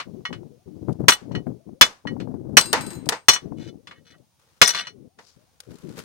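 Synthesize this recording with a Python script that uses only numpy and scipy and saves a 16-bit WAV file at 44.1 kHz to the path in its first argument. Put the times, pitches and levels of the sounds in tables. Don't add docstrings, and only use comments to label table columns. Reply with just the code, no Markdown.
import sys
import numpy as np
from scipy import signal
from scipy.fft import rfft, irfft, next_fast_len
from scipy.io import wavfile
from scipy.ndimage import uniform_filter1d

SR = 44100
rng = np.random.default_rng(int(sys.argv[2]) if len(sys.argv) > 2 else 0)


def put_to_file(sound):
    columns = np.atleast_2d(sound).T
    safe = np.clip(columns, -1, 1)
    whole_steps = np.round(safe * 32767)
    wavfile.write(sys.argv[1], SR, whole_steps.astype(np.int16))


N = 266751
TIME = np.arange(N) / SR
AGE = np.arange(int(.4 * SR)) / SR
TOP_HZ = 15800

# (frequency [Hz], relative density [dB per Hz])
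YARD_SPECTRUM = [(18, -46), (30, -21), (90, 4.5), (170, -5.5), (295, -21.5), (780, -12), (1670, -21),
                 (6380, -17.5), (7270, -23.5), (14000, -28), (16000, -19)]
YARD_DB = -67.2
WHINE_HZ, WHINE_DB = 9340, -80

# (time [s], length [s], relative level [dB], change along the gust [dB])
GUSTS = [(.07, .13, -36, -2), (.3, .23, -36.5, -7), (.67, 0.33, -40, 4), (1.003, .055, -27.5, -2),
         (1.225, .17, -38, 8), (1.473, .04, -24, -3.5), (1.669, 0.068, -39, -3), (2.056, 0.52, -31.5, 1),
         (2.66, 0.43, -36, 1), (3.431, 0.048, -37, -2), (3.52, 0.25, -32, -9), (3.877, .33, -56, -2),
         (4.7, .2, -54, -2), (4.908, .13, -47, 3), (5.19, .03, -56, -6), (5.373, 0.042, -58, -3),
         (5.68, 0.044, -41, 2), (5.84, 0.062, -40.5, 6.5), (5.982, .07, -45.5, -6)]
GUST_ATTACK_S, GUST_RELEASE_S = .009, .03
CALM_DB = -76
# (time [s], relative level [dB])
EDDIES = [(0.305, -26.5), (0.43, -38), (0.884, -20), (0.894, -21.5), (1.04, -31), (1.312, -26),
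          (1.468, -24.5), (1.69, -37), (2.053, -23.5), (2.165, -32), (2.273, -30), (2.34, -33.5),
          (3.066, -25), (3.522, -31.5)]
BUFFET_SPECTRUM = [(20, -33.5), (45, -24), (80, -10), (130, -1), (230, -1.5), (330, -7), (500, -13.5),
                   (800, -29.5), (1300, -49), (2500, -62.5)]
SLAP_SPECTRUM = [(150, -18.5), (400, -4), (750, -3.0), (1300, -18), (2400, -38), (5000, -71), (12000, -87.5)]
RUMBLE_SPECTRUM = [(20, -8.5), (70, 0.5), (130, 11.0), (250, -18.5), (800, -58.0), (2000, -86.0)]
VORTEX_HZ, VORTEX_OCTAVES_PER_DB, VORTEX_DB = 219.7, -0.04, -6

# (time [s], length [s], relative level [dB], change along the stroke [dB])
RUBS = [(4.4, 0.2, -66, -4), (5.191, 0.39, -66.5, -7.5), (5.607, 0.11, -64, -1), (5.712, 0.335, -58.5, 3.5),
        (5.978, 0.018, -44, 3)]
RUB_ATTACK_S, RUB_RELEASE_S = 0.01, .012
SKIN_SPECTRUM = [(290, -7), (500, 9), (718, -10), (795, 0), (1380, 3), (1820, -2), (9770, -12.5),
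                 (16000, -19)]
SWISH_SPECTRUM = [(500, -23), (2500, -9.0), (5300, 2), (8000, -8.5), (14000, -26)]

TAIL_SPECTRUM = [(100, 9.0), (500, 12.0), (1500, -0.5), (4000, -14.0), (6500, -8), (9000, -14.5), (15000, -18)]

# (time [s], level [dB], 60 dB decay [s])
KNOCKS = [(2.731, -14.5, 0.23), (2.809, -42.5, 0.84), (2.907, -42, .25), (3.088, -23.5, .15),
          (3.121, -21, 0.16), (5.187, -42, .13)]
BED_SPECTRUM = [(50, -16.5), (180, -7), (380, -3.5), (540, 4), (700, 1.5), (930, 9), (1200, 3.5),
                (2200, 0.5), (3500, -9.5), (6000, -12), (10000, -24.5), (16000, -41)]
# (time [s], level [dB])
TICKS = [(0.928, -48.5), (4.183, -61.5), (5.603, -31), (5.757, -49.5), (5.786, -50), (5.892, -48)]
CLICK_SPECTRUM = [(200, -13.5), (900, -2), (2500, -0.5), (4200, 2), (6500, 0), (8000, -5.5), (10000, 3),
                  (12000, -16.5), (16000, -6.5)]

# (time [s], click level [dB], relative ring level [dB])
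WASHER_HITS = [(2.575, -30, -19), (2.611, -14.5, -40), (2.657, -31.5, -38), (2.7297, -7.5, -46),
               (3.058, -40.5, -55.5), (3.0897, -10, -40.5), (3.094, -16, -41.5)]
# (frequency [Hz], relative level [dB], unscaled 60 dB decay [s], left minus right [dB])
WASHER_MODES = [(1292, -4, .3, 2), (1529, -3, .35, 2), (2719, -10, .35, 3), (4046, -6, .4, 7),
                (4912, -5, .35, 7), (6654, -9, .22, 6), (7020, -8, .26, 6), (8050, -2, .23, 7),
                (8500, -5, .45, 7), (9950, -2, .07, 9), (11565, -7, .2, 8), (12000, -12, .2, 8),
                (14068, -2, .23, 9)]
WASHER_TOP_HZ = 8500
ROCKS_FROM_S, FIRST_GAP_S, GAP_SHARE = 2.809, .056, .71
TOUCH_CLICK_DB, TOUCH_RING_DB, TOUCH_LOSS_DB = -32.5, -37, 3

# (frequency [Hz], left minus right [dB])
FACING = [(100, -7.5), (400, 2), (750, -1), (1300, 0), (2400, 3), (4400, 12.5), (8000, 9.5), (15000, 5)]
# (time [s], relative block level [dB], relative bar level [dB],
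# highest well-driven pitch [Hz], flat over edgewise bending [dB])
BLOWS = [(0.0, -25, -40, 3400, 5), (0.252, -29, -22.5, 2500, 0), (0.327, -32, -40, 3000, 3),
         (1.0826, 5.5, -5, 6600, -2), (1.119, -19, -15, 3300, 3), (1.317, -49.5, -55, 4300, 11.5),
         (1.35, -31.5, -30.5, 2830, 18), (1.811, 7, 3, 5590, -4), (1.823, -5.5, -7.5, 3700, -19),
         (2.071, -32, -28, 2296, 13), (2.2, -38.5, -47, 3990, 0), (2.569, 8.5, 1.5, 5880, 5),
         (3.284, 4, 2.5, 5900, -1), (3.333, -25, -17.5, 7500, 10), (3.36, -25.5, -27.5, 3500, 4),
         (3.871, -39, -43.5, 4070, -7), (3.91, -38, -44.5, 2300, -4.5), (4.615, 6, -.5, 5290, -5),
         (4.675, -20, -18, 9070, -14), (4.746, -24, -25.5, 4400, -2), (4.869, -34, -33.5, 4350, 16)]
# (frequency [Hz], relative level [dB], unscaled 60 dB decay [s],
# left minus right [dB], bending plane [1 flat, -1 edgewise, 0 neither])
BAR_MODES = [(1165, -6, .18, -3, -1), (1290, -6, .09, -5, 0), (1375, -4, .09, -4, 0), (1527, -5, .1, -3, 0),
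             (1900, -2, .17, 0, 1), (2000, -11, .09, 2, 0), (2178, -6, .17, 2, -1), (2666, -10, .09, 2, 0),
             (2917, -9, .09, 0, 0), (2987, 1, .19, -1, 1), (3408, -9, .1, 2, 0), (3482, 0, .15, 2, -1),
             (4064, -7, .12, 6, 0), (4286, -1, .15, 9, 1), (5047, -7, .14, 7, -1), (5822, -2, .16, 11, 1),
             (5965, -9, .11, 8, 0), (6569, -7, .17, 5, 0), (6850, -12, .15, 5, -1), (7520, -13, .12, 0, 1),
             (8510, -6, .19, 7, 0), (8900, -11, .13, 7, -1), (10770, -9, .12, 8, 0), (11420, -9, .13, 8, 0),
             (11930, -9, .12, 8, 0), (14100, -4, .14, 10, 0), (14750, -8, .14, 10, 0)]
BLOCK_SPECTRUM = [(40, -34), (130, -11), (400, -9.5), (800, -7.5), (1200, 2), (1600, -0.5), (2600, -2),
                  (4000, -7), (6000, -9), (9000, -9), (13000, -13), (16000, -9)]
WALL_SPECTRUM = [(150, -5.5), (1100, 3), (3500, -7), (6500, -11), (10000, -20.5), (16000, -33.5)]
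PRESSED_LENGTH, LENGTH_PER_DB = 0.52, 0.0089
# (time [s], length [s], relative level [dB], change along the stroke [dB],
# highest well-driven pitch [Hz])
SKIDS = [(1.105, 0.036, -21, -6, 8500), (1.855, 0.011, -27, -3.5, 6000), (2.6, .04, -28, -10, 5490),
         (3.314, .05, -20.5, -14, 5900), (3.587, 0.1, -52, 4, 4300), (3.956, 0.033, -61, -4, 2200),
         (4.063, .055, -56.5, 6.5, 4200), (4.14, 0.011, -57, -2, 1900), (4.636, 0.079, -16.5, -6, 5620),
         (4.749, .06, -26, -3, 4200), (4.833, 0.057, -44.5, -1, 2880)]
SKID_ATTACK_S, SKID_RELEASE_S = .012, .009
SKID_LOW_HZ = 470
# (time [s], relative level [dB], centre pitch [Hz], half length [s])
SQUEALS = [(3.348, -25.5, 5980, 0.0026), (4.661, -13.5, 5200, .0015), (4.68, -17, 5900, 0.0046),
           (4.681, -21.5, 8900, .004), (4.692, -16, 4960, .002), (4.794, -28, 2855, 0.0062)]
SQUEAL_FALL_OCTAVES = .04


def undb(db):
    return 10 ** (np.asarray(db) / 20)


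def unit(x):
    return x / np.sqrt(np.mean(x ** 2))


def pan(db):
    return undb(np.array([[1], [-1]]) * db / 2)


def lookup(points, hz):
    point_hz, value = np.transpose(points)
    return np.interp(np.log(hz + 1), np.log(point_hz), value)


def colour(x, points):
    size = next_fast_len(x.shape[-1])
    gain = undb(lookup(points, np.fft.rfftfreq(size, 1 / SR)))
    return unit(irfft(rfft(x, size) * gain, size)[..., :x.shape[-1]])


def at_ports(size, alike_hz=800):
    hz = np.fft.rfftfreq(size, 1 / SR)
    mid, side = rfft(rng.standard_normal((2, size)))
    alike = 1 / (1 + (hz / alike_hz) ** 4)
    both = mid * np.sqrt(1 + alike) + np.array([[1], [-1]]) * side * np.sqrt(1 - alike)
    return irfft(both * pan(lookup(FACING, hz)), size)


def fade(t60):
    return undb(-60 * AGE / t60)


def walk(rate):
    hold = max(int(SR / rate), 1)
    steps = rng.standard_normal(N)[np.arange(N) // hold]
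    return unit(uniform_filter1d(steps, hold))


def add(out, s, sound):
    i = max(int(s * SR), 0)
    out[:, i:i + sound.shape[1]] += sound[:, :N - i]


def swell(s, length, db, change_db, attack_s, release_s):
    out = np.zeros(N)
    near = (TIME > s - 4 * attack_s) & (TIME < s + length + 10 * release_s)
    age = TIME[near] - s
    hold = undb(db + change_db * np.clip(age / length, 0, 1))
    build = (np.minimum(age, 0) / attack_s) ** 2
    release = np.maximum(age - length, 0) / release_s
    out[near] = hold * np.exp(-build - release)
    return out


def contact(hz, top_hz, above_db=16, below_db=5.5):
    octaves = np.log2((hz + 1) / top_hz)
    return -above_db * np.maximum(octaves, 0) + below_db * np.minimum(octaves, 0)


def port_lags(modes):
    return np.array([[0], [1]]) * rng.uniform(-1, 1, len(modes)) / 3


def ring(modes, lags, drive_db, length, scatter_db=2.0):
    hz, db, t60, pan_db = np.transpose(modes)[:4]
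    size, turn = rng.standard_normal((2, len(hz)))
    gain = undb(db + drive_db + scatter_db * size)
    gain = gain * np.sign(turn) * np.sqrt(2 / np.sum(gain ** 2))
    swing = np.exp(np.outer(2j * np.pi * hz - np.log(1000) / (t60 * length), AGE))
    return ((gain * pan(pan_db) * np.exp(2j * np.pi * lags)) @ swing).imag


def yard():
    noise = rng.standard_normal((2, N)) + .6 * rng.standard_normal(N)
    air = colour(noise, YARD_SPECTRUM) * undb(YARD_DB + 1.2 * walk(3))
    whine = np.sin(2 * np.pi * np.cumsum(WHINE_HZ + 12 * walk(40)) / SR)
    return air + undb(WHINE_DB) * whine * pan(4.8)


def vortices(gust, wander_octaves=.15, flutter_db=3.5):
    gust_db = 20 * np.log10(gust / gust.max())
    octaves = VORTEX_OCTAVES_PER_DB * gust_db + wander_octaves * walk(35)
    tone = np.sqrt(2) * np.sin(2 * np.pi * np.cumsum(VORTEX_HZ * 2 ** octaves) / SR)
    return undb(VORTEX_DB + flutter_db * walk(60)) * gust * tone


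def slaps(decay_s, rise_s=0.00095):
    out = np.zeros((1, N))
    shape = np.minimum(AGE / rise_s, 1) * np.exp(-AGE / decay_s)
    for s, db in EDDIES:
        add(out, s, undb(db) * shape[None])
    return out[0]


def wind(flutter_db=3.5, slap_db=-17, snap_db=0.0, right_db=-22, rumble_db=-16, buffet_db=1.0):
    gust = undb(CALM_DB) + sum(swell(*row, GUST_ATTACK_S, GUST_RELEASE_S) for row in GUSTS)
    breeze = gust * undb(buffet_db + flutter_db * walk(55))
    push = np.hypot(breeze, slaps(decay_s=0.018))
    bumps = (rng.random((2, N)) < 1000 / SR) * rng.standard_normal((2, N))
    left, right = colour(bumps, BUFFET_SPECTRUM)
    fine = colour(rng.standard_normal(N), SLAP_SPECTRUM)
    crackle = undb(7 * np.tanh(walk(110)))
    gust_slap = undb(slap_db) * crackle * breeze * np.sqrt(breeze / breeze.max())
    slap = fine * (gust_slap + undb(snap_db) * slaps(decay_s=.004))
    rumble = undb(rumble_db) * colour(rng.standard_normal((2, N)), RUMBLE_SPECTRUM) * breeze
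    return np.array([left * push + slap + vortices(gust), undb(right_db) * right * push]) + rumble


def hand(grain_db=2.5):
    effort = sum(swell(*rub, RUB_ATTACK_S, RUB_RELEASE_S) for rub in RUBS)
    passing = np.exp(-((TIME - 5.28) / 0.062) ** 2)
    swish = colour(at_ports(N), SWISH_SPECTRUM) * undb(-59) * passing
    rubbing = colour(at_ports(N), SKIN_SPECTRUM) * effort
    return (rubbing + swish) * undb(grain_db * walk(300))


def surroundings(x, wet_db=-34):
    tail = colour(rng.standard_normal((2, len(AGE))), TAIL_SPECTRUM)
    tail = tail * fade(.29) * np.minimum(AGE / .02, 1)
    tail = tail / np.sqrt(np.sum(tail ** 2) / 2)
    return undb(wet_db) * signal.fftconvolve(x, tail, axes=1)[:, :N]


def click(t60):
    return colour(at_ports(len(AGE)), CLICK_SPECTRUM) * fade(t60)


def knocks_and_ticks():
    out = np.zeros((2, N))
    bed = colour(at_ports(len(AGE)), BED_SPECTRUM)
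    for s, db, t60 in KNOCKS:
        add(out, s, undb(db) * bed * fade(t60) * np.minimum(AGE / 0.0013, 1))
    for s, db in TICKS:
        add(out, s, undb(db) * click(t60=0.024))
    return out


def rocking(count):
    touches = []
    for k in range(count):
        s = ROCKS_FROM_S + FIRST_GAP_S * np.sum(GAP_SHARE ** np.arange(k))
        loss_db = k * TOUCH_LOSS_DB
        touches.append((s, TOUCH_CLICK_DB - loss_db, TOUCH_RING_DB - loss_db))
    return touches


def washer(click_t60=0.026, length=.82):
    out, lags = np.zeros((2, N)), port_lags(WASHER_MODES)
    drive_db = contact(np.array(WASHER_MODES)[:, 0], WASHER_TOP_HZ)
    for s, click_db, ring_db in WASHER_HITS + rocking(count=5):
        tone = ring(WASHER_MODES, lags, drive_db, length)
        add(out, s, undb(click_db) * click(click_t60) + undb(ring_db) * tone)
    return out


def squeals(waver=.06):
    out, drift = 0, waver * walk(900)
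    for s, db, hz, half_s in SQUEALS:
        along = (TIME - s) / half_s
        pitch = hz * 2 ** (drift - SQUEAL_FALL_OCTAVES * np.clip(along, -2, 2))
        tone = np.sqrt(2) * np.sin(2 * np.pi * np.cumsum(pitch) / SR)
        out = out + undb(db) * np.exp(-.5 * along ** 2) * tone
    return out * pan(7) * undb(3 * walk(1500) - 3)


def drag(slip_rate=450, slip_db=5, block_share=1.15, block_t60=0.035, length=.38, reach=1.4):
    out, lags = np.zeros((2, N)), port_lags(BAR_MODES)
    block = block_share * colour(at_ports(len(AGE)), BLOCK_SPECTRUM) * fade(block_t60)
    slipping = rng.random(N) < slip_rate / SR
    strength = undb(slip_db * np.tanh(rng.standard_normal(N)))
    slips = unit(slipping * strength * rng.choice([-1, 1], N))
    for s, *stroke, top_hz in SKIDS:
        edges = [SKID_LOW_HZ, min(reach * top_hz, TOP_HZ)]
        band = signal.butter(2, edges, "bandpass", fs=SR, output="sos")
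        drive_db = contact(np.array(BAR_MODES)[:, 0], top_hz)
        body = signal.sosfilt(band, block) + ring(BAR_MODES, lags, drive_db, length)
        body = body / np.sqrt(np.sum(body ** 2) / 2)
        force = slips * swell(s, *stroke, SKID_ATTACK_S, SKID_RELEASE_S)
        touching = np.flatnonzero(force)
        first, last = touching[0], touching[-1]
        add(out, first / SR, signal.fftconvolve(force[None, first:last + 1], body, axes=1))
    return out


def jabs(block_t60=0.11, rise_s=.0015, fresh=0.99, reach=1.1, after_db=-31, after_t60=0.27):
    out, lags = np.zeros((2, N)), port_lags(BAR_MODES)
    hz, plane = np.transpose(BAR_MODES)[[0, -1]]
    casting, attack = at_ports(len(AGE)), np.minimum(AGE / rise_s, 1)
    choke = np.exp(-(AGE / .068) ** 3)
    for s, clang_db, ring_db, top_hz, flat_db in BLOWS:
        length = PRESSED_LENGTH - LENGTH_PER_DB * ring_db
        clang = colour(casting + fresh * at_ports(len(AGE)), BLOCK_SPECTRUM)
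        lowpass = signal.butter(2, min(reach * top_hz, TOP_HZ), fs=SR, output="sos")
        clang = unit(signal.sosfilt(lowpass, clang))
        walls = colour(at_ports(len(AGE)), WALL_SPECTRUM)
        block = clang * fade(block_t60 * length) + undb(after_db) * walls * fade(after_t60)
        drive_db = contact(hz, top_hz) + plane * flat_db / 2
        tone = choke * ring(BAR_MODES, lags, drive_db, length)
        add(out, s, attack * (undb(clang_db) * block + undb(ring_db) * tone))
    return out


def bar_on_block():
    return jabs() + drag() + squeals()


def scene():
    metal = bar_on_block() + washer() + knocks_and_ticks()
    return metal + surroundings(metal) + hand() + wind() + yard()


def record(dry):
    clipped = np.clip(dry, -.9, .9)
    return signal.sosfilt(signal.ellip(8, .2, 70, TOP_HZ, fs=SR, output="sos"), clipped)


dry = scene()
out = record(dry)
put_to_file(out)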